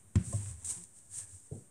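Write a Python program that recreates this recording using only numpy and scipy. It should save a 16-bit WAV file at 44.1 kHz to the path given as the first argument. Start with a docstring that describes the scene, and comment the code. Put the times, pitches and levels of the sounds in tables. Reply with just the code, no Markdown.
"""A plastic chess piece is set down on a thin board lying on a table; it rocks and settles with a few taps.
Each tap excites decaying modes of the piece and a noise crack with a diffuse room answer. Blows on the board
ring the table top, which also gives short low hums. Sleeves and skin rustle close by as shaped granular noise,
and a dull thud of damped modes comes from beside the table. A small microphone with a sharp treble peak
hears it in a quiet room, with a faint electronic whine of two sines."""
import sys
import numpy as np
from scipy import signal
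from scipy.fft import rfft, irfft, next_fast_len
from scipy.io import wavfile
from scipy.ndimage import map_coordinates

SR = 44100
rng = np.random.default_rng(int(sys.argv[2]) if len(sys.argv) > 2 else 0)


def master_out(mix):
    """Clip the mix to full scale and print it as 16-bit PCM to the path in sys.argv[1]."""
    frames = np.transpose(np.atleast_2d(mix))
    ceiling = np.clip(frames, -1, 1)
    pcm = np.round(ceiling * 32767).astype(np.int16)
    wavfile.write(sys.argv[1], SR, pcm)


N = 74970  # length [samples]


def amp(db):
    """Logarithmic level: the amplitude gain of a level in dB."""
    return 10 ** (np.asarray(db) / 20)


def unit(x):
    """Normalization: a signal scaled to rms 1."""
    return x / np.sqrt(np.mean(x ** 2) + 1e-20)


def curve(rows):
    """Linear interpolation: (time, value) points become one value per sample."""
    times, values = np.transpose(rows)
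    return np.interp(np.arange(N) / SR, times, values)


def filtered(x, response):
    """Linear filtering: the spectrum is multiplied by a response of frequency."""
    size = next_fast_len(N + SR // 2)
    spectrum = rfft(x, size) * response(np.fft.rfftfreq(size, 1 / SR))
    return irfft(spectrum, size)[:N]


def coloured(x, points):
    """Spectral shaping: x through (frequency, level) points on a log-frequency axis, at rms 1."""
    f, db = np.transpose(points)
    return unit(filtered(x, lambda hz: amp(np.interp(np.log(hz + 1), np.log(f + 1), db))))


def ring(modes):
    """Modal impulse response: a sum of exponentially decaying sines, each mode with an optional sign."""
    t = np.arange(SR // 2) / SR
    total = np.zeros(len(t))
    for hz, db, t60, *sign in modes:
        total += np.prod(np.sign(sign)) * amp(db - 60 * t / t60) * np.sin(2 * np.pi * hz * t)
    return total


def add(track, s, sound):
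    """Superposition: mixes a sound into a track at a time in seconds."""
    part = track[round(s * SR):][:len(sound)]
    part += sound[:len(part)]


def push(contact_s):
    """Contact force: a smooth pulse of area 1; longer contact is duller."""
    pulse = np.hanning(max(round(contact_s * SR), 1) + 2)
    return pulse / pulse.sum()


def burst(envelope, points):
    """Modulated noise: noise under an envelope, then coloured, keeping the envelope's rms."""
    return np.sqrt(np.mean(envelope ** 2)) * coloured(envelope * rng.standard_normal(N), points)


def grains():
    """Granular friction noise: dense random snaps of uneven size over smooth hiss."""
    snaps_per_s, spread_db, snap_share = 900, 1.3, 0.25  # the share is of power
    struck = rng.random(N) < snaps_per_s / SR
    snaps = struck * rng.standard_normal(N) * amp(spread_db * rng.exponential(size=N))
    return np.sqrt(snap_share) * unit(snaps) + np.sqrt(1 - snap_share) * rng.standard_normal(N)


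# taps of the hollow piece: (time [s], ring gain [dB], contact [ms], gain of hollow lower modes [dB], crack [dB])
PIECE_TAPS = [(0.156, -40.5, 0.089, -8, -35), (.3262, -50, 0.44, 1, -59), (.3316, -42, 1.2, 4, -63),
              (0.459, -67, 0.091, -7, -52)]
# modes of the piece: (frequency [Hz], level [dB], T60 [s], -1 if it starts inward)
PIECE_MODES = [(580, 1.9, 0.081), (685, -5, 0.11, -1), (1080, 1, 0.072), (1850, 1, 0.021), (3300, 0, 0.01)]
# spectrum of the crack: (frequency [Hz], density [dB per Hz])
CRACK_SPECTRUM = [(500, -9), (900, -1), (1900, -5.5), (3300, -7), (4550, -16), (5900, -7.5), (8300, -1.5),
                  (12000, -39), (15600, -75)]
# spectrum of the room's answer to a crack: (frequency [Hz], density [dB per Hz])
ECHO_SPECTRUM = [(240, -13), (400, -5), (957, -18), (1630, -11.5), (4320, -23.5), (6000, -19.5),
                 (7800, -48)]
HOLLOW_BELOW_HZ = 1400
CRACK_T60_S = 0.032
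ECHO_DB, ECHO_RISE_S, ECHO_T60_S = -17.5, 0.006, 0.51  # level re the crack, time constant, decay


def piece():
    """Modal excitation: each tap rings the piece and gives a short crack, which the room answers diffusely."""
    rings, cracks, echoes = np.zeros(N), np.zeros(N), np.zeros(N)
    t = np.arange(SR // 3) / SR
    for s, db, contact_ms, hollow_db, crack_db in PIECE_TAPS:
        modes = [(hz, level + hollow_db * (hz < HOLLOW_BELOW_HZ), t60, *sign)
                 for hz, level, t60, *sign in PIECE_MODES]
        add(rings, s, amp(db) * np.convolve(push(contact_ms / 1000), ring(modes)))
        add(cracks, s, amp(crack_db - 60 * t / CRACK_T60_S))
        echo_rise = 1 - np.exp(-t / ECHO_RISE_S)
        add(echoes, s, amp(crack_db + ECHO_DB - 60 * t / ECHO_T60_S) * echo_rise)
    return rings + burst(cracks, CRACK_SPECTRUM) + burst(echoes, ECHO_SPECTRUM)


# blows on the board: (time [s], gain [dB], contact [ms], gain of lowest mode [dB],
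#                      gain of upper modes [dB], T60 factor of the low modes [x])
BOARD_BLOWS = [(.1551, -19, 3.4, 0, 0, 1), (.3385, -33, 2.4, -10, -6, 3.5)]
# modes of the table top: (frequency [Hz], level [dB], T60 [s], sign at the microphone)
TABLE_MODES = [(77.1, -1, .16, -1), (101.6, 6.8, .12, 1), (140.5, 2.2, .126, 1), (144.1, 8.3, .043, -1),
               (175, -6.8, .25, 1), (192.7, -4.1, .2, 1), (219.7, 2.7, .04, -1), (238, -19, .35, 1),
               (279.8, -12.5, .09, -1), (343, -9, .16, -1)]
# short low hums of the table top: (start [s], length [s], peak level [dB], pitch [Hz])
TABLE_HUMS = [(0.044, 0.056, -57.5, 101), (0.2685, 0.032, -34, 107), (.3405, 0.039, -33, 113.4),
              (.385, 0.045, -54, 221.5), (.45, 0.057, -37.5, 101.8), (0.503, 0.023, -38, 91),
              (0.524, 0.051, -42, 79.7), (0.566, 0.042, -47.5, 89), (0.615, 0.092, -49.5, 91),
              (0.713, 0.022, -46.5, 90), (.752, 0.043, -53.5, 117.5), (.752, 0.1, -54, 174.5),
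              (.757, 0.083, -64, 350), (1.092, 0.067, -57, 97.4), (1.166, 0.033, -51, 113),
              (1.209, 0.052, -52, 100), (1.269, 0.13, -59.5, 84.3), (1.31, 0.077, -50.5, 94.8)]
# trembling under hands leaning on the table: (time [s], level [dB])
LEANING_LEVEL = [(.16, -69), (.31, -46.5), (.4, -55), (.84, -70.5), (1.08, -76.5), (1.32, -73.5),
                 (1.7, -89)]
LOWEST_BELOW_HZ, UPPER_ABOVE_HZ = 90, 115


def table():
    """Plate resonance: blows ring the table top, short hums swell and fade, leaning hands drive it with noise."""
    out = np.zeros(N)
    for s, db, contact_ms, lowest_db, upper_db, length in BOARD_BLOWS:
        modes = []
        for hz, level, t60, sign in TABLE_MODES:
            # each struck spot has its own modal balance
            level = level + lowest_db * (hz < LOWEST_BELOW_HZ) + upper_db * (hz > UPPER_ABOVE_HZ)
            stretch = length if hz < UPPER_ABOVE_HZ else 1
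            modes.append((hz, level, t60 * stretch, sign))
        add(out, s, amp(db) * np.convolve(push(contact_ms / 1000), ring(modes)))
    for s, length, db, hz in TABLE_HUMS:
        t = np.arange(round(length * SR)) / SR
        swell = np.sin(np.pi * t / length)
        add(out, s, amp(db) * swell * np.sin(2 * np.pi * hz * t))
    tremble = unit(signal.fftconvolve(rng.standard_normal(N), ring(TABLE_MODES))[:N])
    return out + amp(curve(LEANING_LEVEL)) * tremble


# cloth close by: (time [s], level [dB])
CLOTH_LEVEL = [(0, -66.5), (.13, -67), (.2, -57.5), (.278, -46), (.39, -46), (.49, -47.5), (.568, -58),
               (.644, -54.5), (.647, -37.5), (.668, -42), (.704, -35.5), (.73, -41), (.81, -51.5),
               (.91, -63.5), (.97, -57.5), (1.078, -62), (1.15, -43), (1.2, -41), (1.264, -56.5),
               (1.36, -54), (1.5, -63), (1.552, -59), (1.7, -67.5)]
# cloth as the microphone colours it: (frequency [Hz], density [dB per Hz])
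CLOTH_SPECTRUM = [(700, -30), (1470, -26), (2500, -25), (4960, -19.5), (7510, -1.5), (8430, 4.5), (8970, 2),
                  (11500, -25.5), (15700, -34)]
# single dry snaps of cloth: (time [s], level [dB])
CLOTH_SNAPS = [(0.33, -45), (.838, -44)]
# skin and felt rubbing on the board: (time [s], level [dB])
RUB_LEVEL = [(.15, -77), (.3, -67), (.42, -58), (.5, -63), (.58, -72), (.64, -67.5), (.7, -61),
             (.78, -63.5), (.87, -80.5)]
# rubbing on the board: (frequency [Hz], density [dB per Hz])
RUB_SPECTRUM = [(150, -1), (250, 0.5), (600, -8.5), (1020, -4.5), (1360, -13), (1600, -8), (4000, -14.5),
                (5200, -79)]
# a sleeve sweeping past: (time [s], level [dB])
SLEEVE_LEVEL = [(1.08, -85), (1.13, -73.5), (1.215, -64), (1.27, -73), (1.42, -88.5)]
# the sweeping sleeve: (frequency [Hz], density [dB per Hz])
SLEEVE_SPECTRUM = [(500, -9), (1480, -13.5), (1700, -3), (1950, -10.5), (3750, -19.5), (5200, -36)]
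SNAP_T60_S = 0.009
UNEVEN_DB, UNEVEN_PER_S = 1, 40  # scale and rate of random level changes


def rustle():
    """Friction noise: cloth fizzes in the treble with two dry snaps; rubbing and a sweeping sleeve lie lower."""
    # random levels joined smoothly, shared by all three layers
    uneven = UNEVEN_DB * map_coordinates(rng.standard_normal(200), [np.arange(N) * UNEVEN_PER_S / SR])
    cloth_envelope = amp(curve(CLOTH_LEVEL) + uneven)
    t = np.arange(SR // 20) / SR
    for s, db in CLOTH_SNAPS:
        add(cloth_envelope, s, amp(db - 60 * t / SNAP_T60_S))
    sleeve = amp(curve(SLEEVE_LEVEL) + 2 * uneven) * coloured(grains(), SLEEVE_SPECTRUM)
    cloth = cloth_envelope * coloured(grains(), CLOTH_SPECTRUM)
    rub = amp(curve(RUB_LEVEL) + uneven) * coloured(grains(), RUB_SPECTRUM)
    return cloth + rub + sleeve


# low body of the thud: (frequency [Hz], level [dB], T60 [s])
THUD_BODY = [(103, -8.5, 0.25), (133.8, 9, 0.057)]
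# the knock that sounds first: (frequency [Hz], level [dB], T60 [s])
THUD_KNOCK = [(419, -3.5, 0.036)]
# room tail of the thud: (frequency [Hz], density [dB per Hz])
THUD_TAIL_SPECTRUM = [(55, -32), (105, 0), (230, -3), (295, -10), (400, -4.5), (720, -21.5), (1060, -42),
                      (2640, -120)]
THUD_S, THUD_DB, BODY_LAG_S = 1.513, -28.5, 0.0065
TAIL_DB, TAIL_T60_S = -41, 0.33


def thud():
    """Damped resonance with gradual onset: a soft knock, its low body just after, and a dull room tail."""
    out = np.zeros(N)
    t = np.arange(SR // 2) / SR

    def rise(time_constant_s):
        """Exponential approach: an onset towards full level."""
        return 1 - np.exp(-t / time_constant_s)

    noise = coloured(rng.standard_normal(N), THUD_TAIL_SPECTRUM)[:len(t)]
    tail = noise * rise(0.014) * amp(-60 * t / TAIL_T60_S)
    knock = amp(THUD_DB) * ring(THUD_KNOCK) * rise(0.0039)
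    body = -amp(THUD_DB) * ring(THUD_BODY) * rise(0.0095)
    add(out, THUD_S, knock + amp(TAIL_DB) * tail)
    add(out, THUD_S + BODY_LAG_S, body)
    return out


# steady room tone: (frequency [Hz], density [dB per Hz])
ROOM_SPECTRUM = [(25, -17.5), (66, -4), (586, -22), (952, -26.5), (1550, -28.5), (4930, -46), (8460, -23.5),
                 (9680, -29.5), (11400, -34.5), (14500, -38.5), (15700, -67)]
# the two lines of the whine: (frequency [Hz] of each)
WHINE_LINES_HZ = 9570, 14320
# the two lines of the whine: (level [dB] of each)
WHINE_LINES_DB = (-71, -88)
ROOM_DB = -68.5
WHINE_WAVER = 0.002  # rms pitch drift, as a fraction of the frequency


def room():
    """Stationary noise and frequency modulation: steady room tone and two thin lines that waver together."""
    slow = filtered(rng.standard_normal(N), lambda hz: 1 / (1 + (hz / 8) ** 2))
    drift = 1 + WHINE_WAVER * unit(slow)
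    whine = np.zeros(N)
    for hz, db in zip(WHINE_LINES_HZ, WHINE_LINES_DB):
        whine += amp(db) * np.sin(2 * np.pi * hz * np.cumsum(drift) / SR)
    return amp(ROOM_DB) * coloured(rng.standard_normal(N), ROOM_SPECTRUM) + whine


def scene():
    """Linear superposition: all sources summed, mono."""
    return (table() + piece() + thud() + rustle() + room())[None]


BASS_CUT_HZ, TOP_HZ = 53, 15820
OFFSET = -.0006  # of full scale


def record(dry):
    """Band limiting: second-order bass cut, nothing above the top frequency, and a slight constant offset."""
    def response(hz):
        """Magnitude response: high-pass slope times a sharp upper limit."""
        return (hz < TOP_HZ) * hz ** 2 / np.sqrt(hz ** 4 + BASS_CUT_HZ ** 4)

    return filtered(dry[0], response)[None] + OFFSET


dry = scene()
out = record(dry)
master_out(out)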